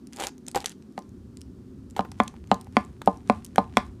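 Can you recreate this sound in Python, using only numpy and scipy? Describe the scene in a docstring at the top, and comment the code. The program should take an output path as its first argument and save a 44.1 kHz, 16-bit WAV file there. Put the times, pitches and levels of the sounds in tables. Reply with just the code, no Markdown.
"""Two high-heeled shoes on a gritty concrete step, one microphone close by, a low rumble behind. First a heel
drags twice and grit snaps under it; in the second drag the sole flops down. At one second comes a faint tap,
and a deep drone joins the rumble. From two seconds on the heels tap in turn, one duller, one brighter, each
with its own ring, and the step answers both with hollow tones. Grit ticks between the knocks, and the step and
walls throw back a short tail."""
import sys
import numpy as np
from scipy import signal
from scipy.fft import rfft, irfft
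from scipy.io import wavfile

SR = 44100
rng = np.random.default_rng(int(sys.argv[2]) if len(sys.argv) > 2 else 0)


def master(y):
    """Save y as 16-bit WAV."""
    cut = np.clip(np.atleast_2d(y).T, -1, 1)
    pcm = np.round(cut * 32767)  # scale
    wavfile.write(sys.argv[1], SR, pcm.astype(np.int16))


N = 176400
T = np.arange(N) / SR
AGE = T[:SR // 2]  # time since an event began, s

# spectrum of cracking grit: f/Hz, relative level/dB
CRACK_SPECTRUM = [(800, 9), (2500, 10.5), (5000, -1), (9000, -8.5), (12000, -18), (16000, -39)]
# hollow tones of the step, struck by both shoes: f/Hz
HOLLOW_HZ = [586, 743, 1039, 1179, 1725, 2138]
# a row for each of those tones: t60/s, level/dB when the brighter shoe strikes, level/dB when the duller shoe
# strikes
HOLLOW_RING = [(.10, -30.5, -20), (0.098, -18.5, -12.5), (0.136, -28, -16.5), (.15, -30, -29),
               (.125, -30.5, -32), (.14, -54, -84)]


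def from_db(db):
    """Decibels to gain."""
    return 10 ** (np.asarray(db) / 20)


def rms_one(x):
    """Scale to unit rms."""
    return x / np.sqrt(np.mean(x ** 2) + 1e-20)


def at_hz(points, hz):
    """Read a table on a log-frequency axis."""
    freqs, values = np.transpose(points)
    return np.interp(np.log(np.maximum(hz, 1)), np.log(freqs), values)


def fader(points):
    """Gain over the scene from rows of t/s, level/dB."""
    return from_db(np.interp(T, *np.transpose(points)))


def dying(t60):
    """Exponential decay, 60 dB down after t60 seconds."""
    return np.exp(-np.log(1000) * AGE / t60)


def damped_tone(hz, db, t60):
    """One struck mode ringing out."""
    return from_db(db) * np.sin(2 * np.pi * hz * AGE) * dying(t60)


def butter(x, hz, kind):
    """Second-order Butterworth filter."""
    return signal.sosfilt(signal.butter(2, hz, kind, fs=SR, output="sos"), x + 1e-18)


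def colour(x, spectrum):
    """Minimum-phase filter of the given spectrum that keeps the power of white noise."""
    size = 8192
    gain = from_db(at_hz(spectrum, np.fft.rfftfreq(size, 1 / SR)))
    cepstrum = irfft(np.log(gain))
    cepstrum[1:size // 2] *= 2
    cepstrum[size // 2 + 1:] = 0
    response = irfft(np.exp(rfft(cepstrum)))
    return signal.fftconvolve(x, response / np.linalg.norm(response))[:len(x)]


def add(track, s, sound):
    """Mix a sound in at s seconds."""
    start = int(s * SR)
    track[start:start + len(sound)] += sound[:N - start]


def grains(per_s, size=N):
    """Random clicks of uneven strength, rms 1."""
    strength_db = 6.5 * np.minimum(rng.exponential(1, size), np.pi)
    clicks = from_db(strength_db) * rng.choice([-1, 1], size)
    return rms_one(clicks * (rng.random(size) < per_s / SR))


def burst(t60):
    """A dying puff of noise whose energy is set by its decay time."""
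    shape = dying(t60)
    return rms_one(rng.standard_normal(len(AGE)) * shape) * np.sqrt(np.mean(shape ** 2))


def background():
    """The ambience: low rumble, a deep drone that sets in after a second, and faint air."""
    # spectra of the three noises: f/Hz, relative level/dB
    rumble_spectrum = [(15, -60), (25, -32), (45, -20), (70, -5.5), (125, -13), (165, -5), (210, -1),
                       (255, 0.5), (325, -11), (372, -4.5), (440, -19.5), (520, -22), (700, -39.5),
                       (1300, -45.5), (5000, -93)]
    drone_spectrum = [(15, -55), (25, -28), (45, -11), (60, -7), (72, 1), (84, -2), (105, -2), (140, -8),
                      (250, -14), (400, -35), (2000, -90)]
    air_spectrum = [(300, 3), (1200, 1), (2300, -9.5), (5000, -9.5), (9500, -14), (12000, -20.5),
                    (14000, -18), (16000, -37)]
    # entry of the drone: t/s, level/dB
    drone_level = [(1.03, -73), (1.09, -48.5), (4, -45.5)]
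    rumble, drone, air = (colour(rng.standard_normal(N + SR), spectrum)[SR:]
                          for spectrum in (rumble_spectrum, drone_spectrum, air_spectrum))
    return from_db(-47.5) * rumble + fader(drone_level) * drone + from_db(-66.5) * air


def reflections(direct, delay_s=0.0025):
    """Step and walls return a short diffuse tail to the microphone, dying band by band."""
    # strength of the tail: f/Hz, level/dB
    tail_spectrum = [(60, 8), (130, -22), (300, -18.5), (700, -17.5), (1500, -15.5), (3000, -21.5),
                     (7000, -11), (14000, -41.5)]
    # its decay: f/Hz, t60/s
    tail_t60 = [(100, 0.62), (400, 0.11), (1000, 0.24), (3000, 0.21), (8000, 0.16), (14000, .16)]
    edges_hz = np.geomspace(45, 17000, 14)
    tail = 0
    for low, high in zip(edges_hz, edges_hz[1:]):
        hz = np.sqrt(low * high)
        band = butter(rng.standard_normal(len(AGE)), [low, high], "band") * dying(at_hz(tail_t60, hz))
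        band *= np.sqrt(2 * (high - low) / SR) / np.linalg.norm(band)  # energy in step with bandwidth
        tail = tail + from_db(at_hz(tail_spectrum, hz)) * band
    out = np.zeros(N)
    add(out, delay_s, signal.fftconvolve(direct, tail))
    return out


def grit_crackle():
    """Loose grit crackles faintly while the feet shift."""
    # course of the crackle: t/s, level/dB
    crackle_level = [(1.8, -102), (1.95, -65.5), (2.87, -74), (2.95, -74.5), (3.05, -78.5), (3.85, -67),
                     (4, -85.5)]
    return colour(grains(per_s=85) * fader(crackle_level), CRACK_SPECTRUM)


def grit_ticks():
    """Single grains snap under a shoe, each with a broad pitch of its own."""
    # snapping grains: t/s, level/dB, centre f/Hz
    ticks = [(0.0712, -33.5, 8300), (0.133, -26, 6760), (0.1623, -28, 8500), (0.1701, -24.5, 4480),
             (0.2018, -16.5, 5040), (.2700, -12.5, 7200), (.2848, -29, 6000), (0.3808, -38, 6500),
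             (0.4663, -30.5, 6800), (0.483, -17.5, 6940), (0.5144, -26.5, 6900), (0.5584, -13.5, 7350),
             (.5690, -29, 8000), (0.604, -24.5, 6200), (0.659, -7.5, 5400), (0.6621, -14.5, 5960),
             (.6950, -25.5, 7340), (0.7186, -27, 4200), (.8240, -40, 3460), (0.924, -47, 6000),
             (0.9906, -31, 5170), (1.0225, -41.5, 4940), (1.0925, -44, 7000), (1.3714, -32, 6100),
             (1.409, -39, 6900), (1.4156, -28, 6700), (1.9005, -43, 7000), (1.9088, -37.5, 7340),
             (1.9690, -53, 7800), (2.117, -30.5, 6300), (2.2356, -29, 8100), (2.2796, -22, 4630),
             (2.4735, -37, 5030), (2.5434, -22, 6230), (2.6120, -28.5, 8800), (2.645, -41, 6750),
             (2.725, -41, 4420), (2.8493, -38, 6970), (3.06, -28.5, 7500), (3.1725, -40.5, 7000),
             (3.2752, -38, 5900), (3.4470, -23.5, 8500), (3.4509, -26.5, 7400), (3.4637, -32, 7500),
             (3.5893, -27.5, 8250), (3.781, -27, 7000), (3.8660, -47, 7000)]
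    out = np.zeros(N)
    for s, db, hz in ticks:
        resonance = signal.iirpeak(hz, Q=1.06, fs=SR)
        add(out, s, from_db(db) * signal.lfilter(*resonance, burst(t60=0.0047) + 1e-18))
    return butter(out, 10200, "low")


def sole_roll(taps, lead_s=0.024, t60=0.58):
    """Sand rasps under the sole as it rolls down, swelling just before each tap and dying after it."""
    # spectrum of the rasp: f/Hz, relative level/dB
    rasp_spectrum = [(1200, 5), (3000, -2.5), (6000, -7.5), (9500, -7.5), (12000, -16.5), (16000, -35)]
    pressure = 0
    for s, db, *_ in taps:
        gap_s = abs(T - s)
        swell = np.where(T < s, np.exp(-gap_s / lead_s), from_db(-60 * gap_s / t60))
        pressure = pressure + np.sqrt(from_db(db)) * swell
    return from_db(-53) * colour(pressure * grains(per_s=3200), rasp_spectrum)


def sole_flops():
    """The sole flops down in soft, hollow knocks, one damped tone each."""
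    # knocks of the sole: t/s, level/dB, f/Hz, t60/s
    flops = [(.5500, -16.5, 800, 0.025), (.5600, -18, 501, 0.047)]
    out = np.zeros(N)
    for s, db, hz, t60 in flops:
        add(out, s, damped_tone(hz, db, t60))
    return out


def heel_scuffs():
    """Drags and brushes: dense tiny slips hiss at the heel tip and shake the body of the shoe."""
    # one list for each drag: t/s, hiss level/dB, rub level/dB
    drags = [
        [(.125, -56, -72), (.182, -57, -48.5), (.195, -43.5, -36.5), (.22, -40.5, -36), (.247, -31, -35.5),
         (.262, -43.5, -40.5), (.295, -55, -51)],
        [(.55, -52, -39), (.565, -36, -21), (.585, -46, -42), (.60, -58, -50), (.624, -49, -52),
         (.64, -79, -67), (.668, -45.5, -56), (.69, -54.5, -75), (.73, -56.5, -63)],
    ]
    # light brushes of the tip: t/s, hiss level/dB, rub level/dB, t60/s
    brushes = [(0.479, -47, -44, 0.066), (0.5469, -32, -27, 0.032), (0.563, -27, -15, 0.0053),
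               (0.6431, -35, -33, 0.032), (1.9644, -38, -29, 0.043), (1.978, -46, -36, 0.065),
               (2.0490, -61, -36.5, 0.045), (2.119, -40.5, -35.5, 0.005), (2.2782, -31.5, -36.5, 0.011),
               (2.3402, -74, -43.5, 0.021), (2.6700, -73, -37.5, 0.0095), (3.0174, -37, -28.5, 0.016),
               (3.5592, -24.5, -24.5, 0.0086)]
    # spectra of the hissing grit and the rubbed shoe: f/Hz, relative level/dB
    hiss_spectrum = [(700, 3), (1500, 14), (3500, 13), (5500, 3), (8000, 9.5), (10500, 5), (13000, -9),
                     (16000, -63.5)]
    rub_spectrum = [(100, -23.5), (220, -8), (350, -5.5), (520, -2.5), (660, -8.5), (800, 3), (1050, -7.5),
                    (1500, -11), (2200, -17), (4000, -34.5)]
    hiss, rub = np.zeros((2, N))
    slips = grains(per_s=1000) + from_db(-5) * rng.standard_normal(N)  # coarse grains and smooth sand
    for drag in drags:
        s, hiss_db, rub_db = np.transpose(drag)
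        touching = slips * (T > s[0]) * (T < s[-1])
        hiss += touching * from_db(np.interp(T, s, hiss_db))
        rub += touching * from_db(np.interp(T, s, rub_db))
    for s, hiss_db, rub_db, t60 in brushes:
        touch = burst(t60)
        add(hiss, s, from_db(hiss_db) * touch)
        add(rub, s, from_db(rub_db) * touch)
    return colour(hiss, hiss_spectrum) + colour(rub, rub_spectrum)


def sole_thump(first_hz, last_hz, sag_s=0.013, rise_s=0.0018):
    """The sole's thump sinks in pitch as the weight settles."""
    hz = last_hz + (first_hz - last_hz) * np.exp(-AGE / sag_s)
    attack = 1 - np.exp(-AGE / rise_s)
    return np.sin(2 * np.pi * np.cumsum(hz) / SR) * attack * dying(t60=0.071)


def heel_taps(modes, thump, taps):
    """Each tap rings the shoe and the step through a hard or soft contact, thumps the sole, cracks and crushes
    grit."""
    ring = butter(sum(damped_tone(*mode) for mode in modes), 274, "high")
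    knocks, cracks = np.zeros((2, N))
    for s, db, contact_hz, crack_db, crunch_db, thump_db in taps:
        knock = from_db(db) * butter(ring, contact_hz, "low")
        add(knocks, s, knock + from_db(thump_db) * thump)
        step_echo = from_db(-17) * butter(knock, 1496, "low")
        add(knocks, s + 0.00662, step_echo)
        add(cracks, s - 0.0005, from_db(crack_db) * burst(t60=0.0075))
        crunch = grains(per_s=110, size=len(AGE)) * dying(t60=0.072)
        add(cracks, s, from_db(crunch_db) * crunch)
    return knocks + colour(cracks, CRACK_SPECTRUM)


def dull_shoe():
    """The duller shoe lands five times, ringing most strongly near 800 Hz."""
    # damped modes of the shoe: f/Hz, level/dB, t60/s
    body_modes = [(294, -11.5, 0.064), (463, -24.5, 0.18), (691, -13, 0.075), (791, -0.5, 0.044),
                  (892, -4, 0.031), (1212, -12.5, 0.055), (1483, -20.5, 0.025), (2900, -1, 0.0035),
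                  (4020, -1.5, 0.0071)]
    # landings: t/s, ring level/dB, contact cutoff f/Hz, crack level/dB, crunch level/dB, thump level/dB
    taps = [(0.9789, -26, 1870, -29.5, -59, -25.5), (1.9930, -13.5, 2030, -24.5, -32, -16),
            (2.5156, -7.5, 2400, -18.5, -32, -9.5), (3.0756, -4, 930, -28, -54.5, -11),
            (3.582, -6, 1800, -20.5, -42, -10)]
    t60, hollow_db, _ = np.transpose(HOLLOW_RING)[[0, 2, 1]]
    modes = [*body_modes, *zip(HOLLOW_HZ, hollow_db, t60)]
    return heel_taps(modes, sole_thump(first_hz=240, last_hz=180), taps) + sole_roll(taps)


def bright_shoe():
    """The brighter shoe lands four times, harder, with a higher and shorter ring."""
    # damped modes of the shoe: f/Hz, level/dB, t60/s
    body_modes = [(259, -24, 0.021), (454, -46.5, 0.18), (849, -12, 0.0276), (1080, -3.5, 0.017),
                  (1398, -9, 0.0095), (2182, -1.5, 0.0049), (2396, -18.5, 0.013), (3350, -8, 0.013)]
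    # landings: t/s, ring level/dB, contact cutoff f/Hz, crack level/dB, crunch level/dB, thump level/dB
    taps = [(2.2016, -1.5, 1970, -20.5, -47, -9), (2.7686, -1, 1910, -14, -40, -7),
            (3.2986, 2.5, 833, -17.5, -45, -7), (3.7712, -2.5, 4200, -8, -25, -10.5)]
    t60, hollow_db, _ = np.transpose(HOLLOW_RING)
    modes = [*body_modes, *zip(HOLLOW_HZ, hollow_db, t60)]
    return heel_taps(modes, sole_thump(first_hz=269.5, last_hz=191.6), taps) + sole_roll(taps)


def scene():
    """Both shoes close up, their reflections and the ambience behind, in mono."""
    shoes = bright_shoe() + dull_shoe() + heel_scuffs() + sole_flops() + grit_ticks() + grit_crackle()
    return (shoes + reflections(shoes) + background())[None]


def record(dry):
    """The recorder rounds the highest peaks and cuts the top, 70 dB down from 16.5 kHz."""
    rounded = dry / (1 + dry ** 6) ** (1 / 6)
    return signal.sosfilt(signal.cheby2(12, 70, 16500, fs=SR, output="sos"), rounded)


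dry = scene()
out = record(dry)
master(out)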